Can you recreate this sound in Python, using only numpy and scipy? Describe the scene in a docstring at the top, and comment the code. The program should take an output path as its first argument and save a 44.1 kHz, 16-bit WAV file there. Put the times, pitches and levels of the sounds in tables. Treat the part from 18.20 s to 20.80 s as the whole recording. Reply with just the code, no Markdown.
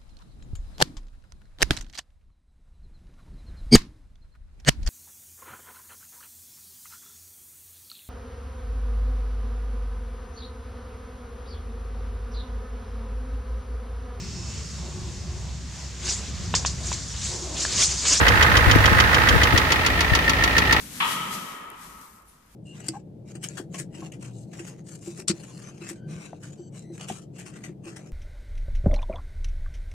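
"""Hard metallic knocks, about seven a second, ring out of a four-cylinder diesel idling in an open engine bay.
Firings and valve gear clatter between them: noise bursts shaped by the resonances of block and cover.
Below lie a drone of wavering low tones and damped swings; the fan's rush is filtered noise,
and its draught buffets the left port of the microphone.
Around the middle the microphone swings from above the engine to the side of the bay."""
import sys
import numpy as np
from scipy import signal
from scipy.fft import rfft, irfft
from scipy.io import wavfile
from scipy.ndimage import uniform_filter1d

SR = 44100
rng = np.random.default_rng(int(sys.argv[2]) if len(sys.argv) > 2 else 0)


def inscribe(sig):
    """Save sig as 16-bit PCM at rate SR to the path in sys.argv[1].

    A 1-D sig is mono; a 2-D sig holds one channel per row.
    Samples are clipped to [-1, 1] before scaling.
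    """
    pcm = np.round(np.clip(np.atleast_2d(sig).T, -1, 1) * 32767)
    wavfile.write(sys.argv[1], SR, pcm.astype(np.int16))


N = 114660
T = np.arange(N) / SR
HZ = np.fft.rfftfreq(N, 1 / SR)

# In every "colour" table below the dB are relative: the filter is then scaled to unit power.
# Pairs of levels are (above the engine, at the side). A T60 is the time to fall by 60 dB.


def amp(db):
    """Turns decibels into a gain."""
    return 10 ** (np.asarray(db) / 20)


def unit(x):
    """Scales to rms 1."""
    return x / np.sqrt(np.mean(x ** 2) + 1e-20)


def read(points):
    """Reads a table over log frequency, at every frequency bin."""
    hz, value = np.transpose(points)
    return np.interp(np.log(HZ + 1), np.log(hz), value)


def over_time(points):
    """Reads a table of levels in dB over time and returns the gain at every sample."""
    return amp(np.interp(T, *np.transpose(points)))


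def add(mix, s, sound):
    """Mixes a sound in at time s, cutting off what lies outside the scene."""
    at = round(s * SR)
    sound = sound[:, max(-at, 0):]
    part = mix[:, max(at, 0):][:, :sound.shape[1]]
    part += sound[:, :part.shape[1]]


def slow(rate_hz):
    """A smooth random wander of rms 1."""
    noise = rfft(rng.standard_normal(N))
    return unit(irfft(noise * np.exp(-(HZ / rate_hz) ** 2), N))


SWING_START_S, SWING_END_S = 1.096, 1.78


def swing(above, side):
    """Passes from one value to the other as the microphone moves."""
    return np.interp(T, [SWING_START_S, SWING_END_S], [above, side])


# How alike the left and right sounds are. Each row: frequency in Hz, likeness (1 same, 0 unrelated).
PORT_LIKENESS = [(60, 0.29), (300, 0.78), (700, 0.6), (1300, -0.16), (2400, -0.012), (16000, 0.023)]


def colour(x, points, modes=()):
    """A causal filter with resonances; the likeness of the two ports depends on frequency."""
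    db = read(points)
    for hz, width, lift_db in modes:
        db = db + lift_db / (1 + (2 * (HZ - hz) / width) ** 2)
    log_gain = np.log(unit(amp(db)))
    # Folding the cepstrum gives the minimum-phase response: it starts at once, with no pre-echo
    fold = 2. * (np.arange(N) < N // 2)
    fold[0] = 1
    cepstrum = irfft(log_gain, N) * fold
    response = irfft(np.exp(rfft(cepstrum)), N)[:4096]
    # Each port takes in a share of the other
    angle = np.arcsin(np.clip(read(PORT_LIKENESS), -1, 1)) / 2
    z = rfft(x)
    ports = irfft(np.cos(angle) * z + np.sin(angle) * z[::-1], N)
    return signal.oaconvolve(ports, response[None], axes=1)[:, :N]


def body(x, points, modes):
    """A struck part whose resonances stand out differently at the two places."""
    above = colour(x, points, [(hz, width, db) for hz, width, db, _ in modes])
    side = colour(x, points, [(hz, width, db) for hz, width, _, db in modes])
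    return swing(0.88, 0) * above + swing(0, 0.93) * side


ROUGHNESS_DB = 2.5


def burst(envelope, size=24):
    """A dense noise burst with a rough, randomly fluctuating level, its power spread evenly over frequency."""
    wander = unit(uniform_filter1d(rng.standard_normal(len(envelope)), size))
    rough_level = amp(ROUGHNESS_DB * wander)
    z = rfft(envelope * rough_level * rng.standard_normal((2, len(envelope))))
    z = z / np.sqrt(uniform_filter1d(abs(z) ** 2, 2 * size, axis=1))
    return np.linalg.norm(envelope) * irfft(z)[:, :len(envelope) // 2]


def strike(t, rise_s, hold_s, t60_s):
    """The loudness of a blow: a fast rise, a short hold and a fall."""
    return np.minimum(t / rise_s, 1) * amp(-60 * np.maximum(t - hold_s, 0) / t60_s)


def blows(times, levels_db, rise_s, hold_s, t60_s, alike):
    """One part struck repeatedly: nearly the same ring each time, changing with the listening place."""
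    envelope = strike(np.arange(4096) / SR, rise_s, hold_s, t60_s)
    above, side = burst(envelope), burst(envelope)
    turn, out = swing(0, np.pi / 2), np.zeros((2, N))
    for s, db in zip(times, levels_db):
        angle = np.interp(s, T, turn)
        same = np.cos(angle) * above + np.sin(angle) * side
        ring = np.sqrt(alike) * same + np.sqrt(1 - alike) * burst(envelope)
        add(out, s, amp(db) * ring)
    return out


WHIRR_SHARE, WHIRR_TOP_HZ = .45, 1800  # the gears' share of the power at the lowest pitches, and its reach


def whirr():
    """Air noise mixed with the churn of the gears, which comes round again in every cycle."""
    starts = np.round(np.transpose(KNOCKS)[0] * SR).astype(int)
    latest = np.searchsorted(starts, np.arange(N), "right") - 1
    since = np.arange(N) - starts[latest]  # samples since the latest knock
    air, above, side = rng.standard_normal((3, 2, N))
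    turn = swing(0, np.pi / 2)
    share = WHIRR_SHARE * np.exp(-(HZ / WHIRR_TOP_HZ) ** 2 / 2)
    gears = np.cos(turn) * above[:, since] + np.sin(turn) * side[:, since]
    return irfft(np.sqrt(share) * rfft(gears) + np.sqrt(1 - share) * rfft(air), N)


# Tone of the rush. Each row: frequency in Hz, level in dB per Hz.
RUSH_COLOUR = [(71, -36), (120, 2), (418, -7.5), (483, -4), (712, -5), (1320, -6.5), (1460, -9),
               (1860, 0.5), (2340, -7.5), (6500, -22.5), (7980, -27.5), (15000, -28), (16000, -34)]
# Draught on the left port. Each row: start in seconds, length in seconds, level in dB.
BUFFETS = [(0, 0.039, -15), (0.439, .1, -16.5), (0.554, .015, -5.5), (0.602, 0.016, -10.5),
           (0.703, .045, -13.5), (0.754, 0.053, -17.5), (1.116, 0.085, -13), (1.327, 0.04, -10)]
# Tone of the buffets. Each row: frequency in Hz, level in dB per Hz.
BUFFET_COLOUR = [(15, -14.5), (45, -8.5), (85, 3.5), (150, -11), (300, -12), (600, -19.5), (2000, -47)]
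RUSH_DB = (-22, -25.5)


def fan():
    """Steady rush of air and gears, and short buffets of noise on the left port."""
    gusts = np.zeros((2, N))
    for s, length, db in BUFFETS:
        puff = np.hanning(max(int(length * SR), 2))
        add(gusts, s, amp(db) * np.array([puff, 0 * puff]))
    rush = amp(swing(*RUSH_DB)) * colour(whirr(), RUSH_COLOUR)
    return rush + gusts * colour(rng.standard_normal((2, N)), BUFFET_COLOUR)


# Single eddies. Each row: start in seconds, pitch in Hz, level in dB.
THUMPS = [(0.468, 65, -0.5), (.561, 85.5, -7), (.717, 69.7, -4), (1.157, 53.6, -13), (1.9181, 97, -2.5)]
THUMP_RISE_S, THUMP_T60_S = 0.0016, 0.074


def thumps():
    """Single eddies hit the left port: low swings of pressure that die away quickly."""
    t, out = np.arange(SR // 10) / SR, np.zeros((2, N))
    for s, hz, db in THUMPS:
        envelope = amp(db) * strike(t, THUMP_RISE_S, 0, THUMP_T60_S)
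        push = envelope * np.sin(2 * np.pi * hz * t)
        add(out, s, np.array([push, 0 * push]))
    return out


# Low lines. Each row: pitch in Hz, level in dB above the engine, level in dB at the side.
DRONE_LINES = [(55.2, -31.5, -31), (74.56, -27.5, -43), (105.4, -29.5, -38), (164.6, -62, -40)]
# Tone of the rumble. Each row: frequency in Hz, level in dB per Hz.
RUMBLE_COLOUR = [(15, -58), (30, -46), (48, 4.5), (75, -2), (105, 3.5), (135, -11), (200, -18),
                 (350, -18.5), (900, -55.5)]
DRONE_WAVER_DB, DRONE_WAVER_TURNS, RUMBLE_DB = 1.5, .12, (-24, -33.5)


def drone():
    """Low lines of the crank and its driven parts, wavering in level and phase, in a rumble."""
    lines = np.zeros(N)
    for hz, above, side in DRONE_LINES:
        level = amp(swing(above, side) + DRONE_WAVER_DB * slow(4.8))
        turns = hz * T + rng.random() + DRONE_WAVER_TURNS * slow(2.3)
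        lines += level * np.sin(2 * np.pi * turns)
    rumble = amp(swing(*RUMBLE_DB)) * colour(rng.standard_normal((2, N)), RUMBLE_COLOUR)
    return np.sqrt(2) * lines + rumble  # sqrt(2) makes the line levels rms


# Firings push the engine on its mounts. Each row: seconds after the knock, level in dB.
FIRINGS = [(.002, 2.5), (0.0442, 1.5), (0.0735, -4.5), (0.108, 2)]
PUSH_HZ, PUSH_RISE_S, PUSH_T60_S, PUSH_DB = 70.3, 0.00045, 0.11, (-19.5, -21)


def throb():
    """Each firing starts a short, low, damped swing of the whole engine."""
    t, out = np.arange(SR // 8) / SR, np.zeros((2, N))
    push = -strike(t, PUSH_RISE_S, 0, PUSH_T60_S) * np.sin(2 * np.pi * PUSH_HZ * t)
    for start, _ in KNOCKS:
        for delay, db in FIRINGS:
            add(out, start + delay, amp(db) * push[None])
    return amp(swing(*PUSH_DB)) * out


# Firings, injectors and valve gear, every cycle. Each row: seconds after the knock, thud in the block in dB,
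# ringing cover in dB, tick in dB, hold in seconds.
STROKES = [(0, 2.5, -1, 4, 0.0036), (.019, 3, -5.5, -0.5, .004), (0.0386, 0, 2, 3, 0.0044),
           (.056, 0, -4, -5, 0.0038), (0.071, -1, -7, 0, 0.0068), (0.09, -2, -3.5, -1.5, 0.01),
           (0.1118, -0.5, -2.5, -2.5, .0055), (0.1276, 3.5, 4, 4, 0.0048)]
# Tones of block, cover and tick. Each row: frequency in Hz, level in dB per Hz.
BLOCK_COLOUR = [(100, -10.5), (250, -5), (480, -5), (680, -9), (900, -5), (1300, -2.5), (1600, -1.5),
                (2100, -7), (3000, -43), (16000, -54)]
COVER_COLOUR = [(300, -42), (1200, -21.5), (1600, -9), (1820, 6.5), (2100, 1.5), (2500, -20), (5000, -30.5)]
TICK_COLOUR = [(500, -0.5), (1500, -38), (2300, 4), (3200, -2), (4200, -6), (6300, -19), (8000, -37),
               (16000, -31)]
# Resonances of the block. Each row: pitch in Hz, width in Hz, lift in dB above the engine,
# lift in dB at the side.
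BLOCK_MODES = [(263.8, 6.7, 8, 20), (478.6, 13, 11.5, 4.5), (866, 64, 9, 12), (1053, 29, 7, 2),
               (1271, 52, 9, -2), (1323, 144, 0, 12.5), (1603, 480, 8.5, -7)]
# Levels of the cover's clearest note and of the clatter. Each row: time in seconds, level in dB.
RING_LEVEL = [(0, -28), (.8, -23.5), (1.25, -28), (1.7, -31), (1.95, -22.5), (2.2, -20), (2.55, -19)]
CLATTER_LEVEL = [(0, 2), (.3, 3), (.55, 1), (.8, 2), (1.2, 1.5), (1.7, -0.5), (2.1, 0), (2.55, 4)]
BLOCK_DB, COVER_DB, TICK_DB = (-19.5, -25.5), (-22, -24), (-27, -27)
BLOCK_T60_S, COVER_T60_S, TICK_T60_S = .043, .04, .052
STROKE_RISE_S, STROKE_ALIKE, STROKE_SPREAD_DB, THUD_LAG_S = 0.00046, .88, 1, .0028
RING_HZ, RING_T60_S = 1830, 0.052
RING_SPREAD_TURNS = 0.25  # phase spread between the ports
RING_DB_PER_DB = 1.4  # the note grows faster than the blow


def clatter():
    """Strokes tick, ring a cover and thud in the block; the cover's clearest note needs a hard blow."""
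    block, cover, tick, ring = np.zeros((4, 2, N))
    cycles, t = np.transpose(KNOCKS)[0], np.arange(SR // 10) / SR
    for delay, thud_db, cover_db, tick_db, hold in STROKES:
        times = cycles + delay
        force_db = STROKE_SPREAD_DB * rng.standard_normal(len(cycles))
        block += blows(times + THUD_LAG_S, thud_db + force_db, STROKE_RISE_S, hold, BLOCK_T60_S, STROKE_ALIKE)
        cover += blows(times, cover_db + force_db, STROKE_RISE_S, hold, COVER_T60_S, STROKE_ALIKE)
        tick += blows(times, tick_db + force_db, STROKE_RISE_S, hold, TICK_T60_S, STROKE_ALIKE)
        phase = rng.random() + RING_SPREAD_TURNS * rng.standard_normal((2, 1))
        note = strike(t, STROKE_RISE_S, hold, RING_T60_S) * np.sin(2 * np.pi * (RING_HZ * t + phase))
        for s, db in zip(times, cover_db + force_db):
            add(ring, s, amp(RING_DB_PER_DB * db) * note)
    rattle = amp(swing(*BLOCK_DB)) * body(block, BLOCK_COLOUR, BLOCK_MODES)
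    rattle += amp(swing(*COVER_DB)) * colour(cover, COVER_COLOUR)
    rattle += amp(swing(*TICK_DB)) * colour(tick, TICK_COLOUR)
    return over_time(CLATTER_LEVEL) * rattle + over_time(RING_LEVEL) * ring


# One knock per cycle. Each row: start in seconds (the first lies before the scene begins), level in dB.
KNOCKS = [(-.0623, 2), (0.081, 2), (0.2247, 1.5), (0.368, 1.5), (0.5114, 1.5), (.656, .5), (.8, 2),
          (0.9434, -1), (1.0869, 1.5), (1.2324, 1), (1.3759, 2), (1.5198, 1.5), (1.6627, 0.5), (1.8065, 0),
          (1.9506, 1), (2.0947, 0), (2.2376, 0.5), (2.3809, 1.5), (2.5253, 2.5)]
# Tone of the knock. Each row: frequency in Hz, level in dB per Hz.
KNOCK_COLOUR = [(200, -21), (600, -25), (1050, -8.5), (1800, -10), (2500, -5), (3200, -1), (4100, -8),
                (4600, -3.5), (6600, -7.5), (7800, -17.5), (11000, -18.5), (16000, -29)]
# Resonances of the struck part. Each row: pitch in Hz, width in Hz, lift in dB above the engine,
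# lift in dB at the side.
KNOCK_MODES = [(914, 83, 7, 21), (1144, 96, 13.5, 8), (1364, 116, -10, 15.5), (1580, 40, 3, 5),
               (2070, 230, 14, 10.5), (2528, 110, 10.5, 11.5), (3085, 350, 11, 0.5), (3352, 120, 2, 7.5),
               (3750, 85, 9, 10.5), (4430, 300, 3.5, 4.5), (5520, 130, 7, -0.5), (6600, 700, 3, 1.5)]
KNOCK_DB, KNOCK_RISE_S, KNOCK_HOLD_S, KNOCK_T60_S = -14, 0.00028, 0.0047, 0.048
KNOCK_ALIKE = .88  # share of the power that every knock has in common


def knock():
    """The hard, bright blow once in each cycle: a noise burst through the struck part's resonances."""
    times, levels_db = np.transpose(KNOCKS)
    hits = blows(times, levels_db, KNOCK_RISE_S, KNOCK_HOLD_S, KNOCK_T60_S, KNOCK_ALIKE)
    return amp(KNOCK_DB) * body(hits, KNOCK_COLOUR, KNOCK_MODES)


# Level of throb and drone together. Each row: time in seconds, level in dB.
DRONE_LEVEL = [(0, 2), (.25, -1.5), (.55, 2), (.75, 1), (.9, -5.5), (1.17, 3.5), (1.3, -2.5), (1.8, 0.5),
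               (2.1, -1.5), (2.6, 0.5)]
# Balance of the ports at the two places. Each row: frequency in Hz, left minus right in dB.
BALANCE_ABOVE = [(60, 3), (110, -3.5), (200, 4), (380, 2), (700, -4), (1290, -9.5), (2380, 1.5), (4400, 1),
                 (8120, 1.5), (15000, 2.5)]
BALANCE_SIDE = [(60, 1), (110, -2), (200, 4), (380, -3.5), (700, 3), (1290, -4), (2380, -0.5), (4400, 2),
                (8120, -0.5), (15000, 4)]


def scene():
    """The engine as the two ports hear it from the two places."""
    low = over_time(DRONE_LEVEL) * (throb() + drone())
    z = rfft(fan() + thumps() + low + clatter() + knock())
    above, side = (irfft(z * amp(np.array([read(balance), -read(balance)]) / 2), N)
                   for balance in (BALANCE_ABOVE, BALANCE_SIDE))
    moved = swing(0, 1)
    return (1 - moved) * above + moved * side


LOW_CUT_HZ, EDGE_HZ = 38, 16100


def record(dry):
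    """Low cut, clipping at full scale, then a steep treble cut."""
    high_pass = signal.butter(2, LOW_CUT_HZ, "high", fs=SR, output="sos")
    cut = signal.sosfilt(high_pass, dry)
    low_pass = signal.firwin(511, EDGE_HZ, window=("kaiser", 9), fs=SR)
    return signal.oaconvolve(np.clip(cut, -1, 1), low_pass[None], "same")


dry = scene()
out = record(dry)
inscribe(out)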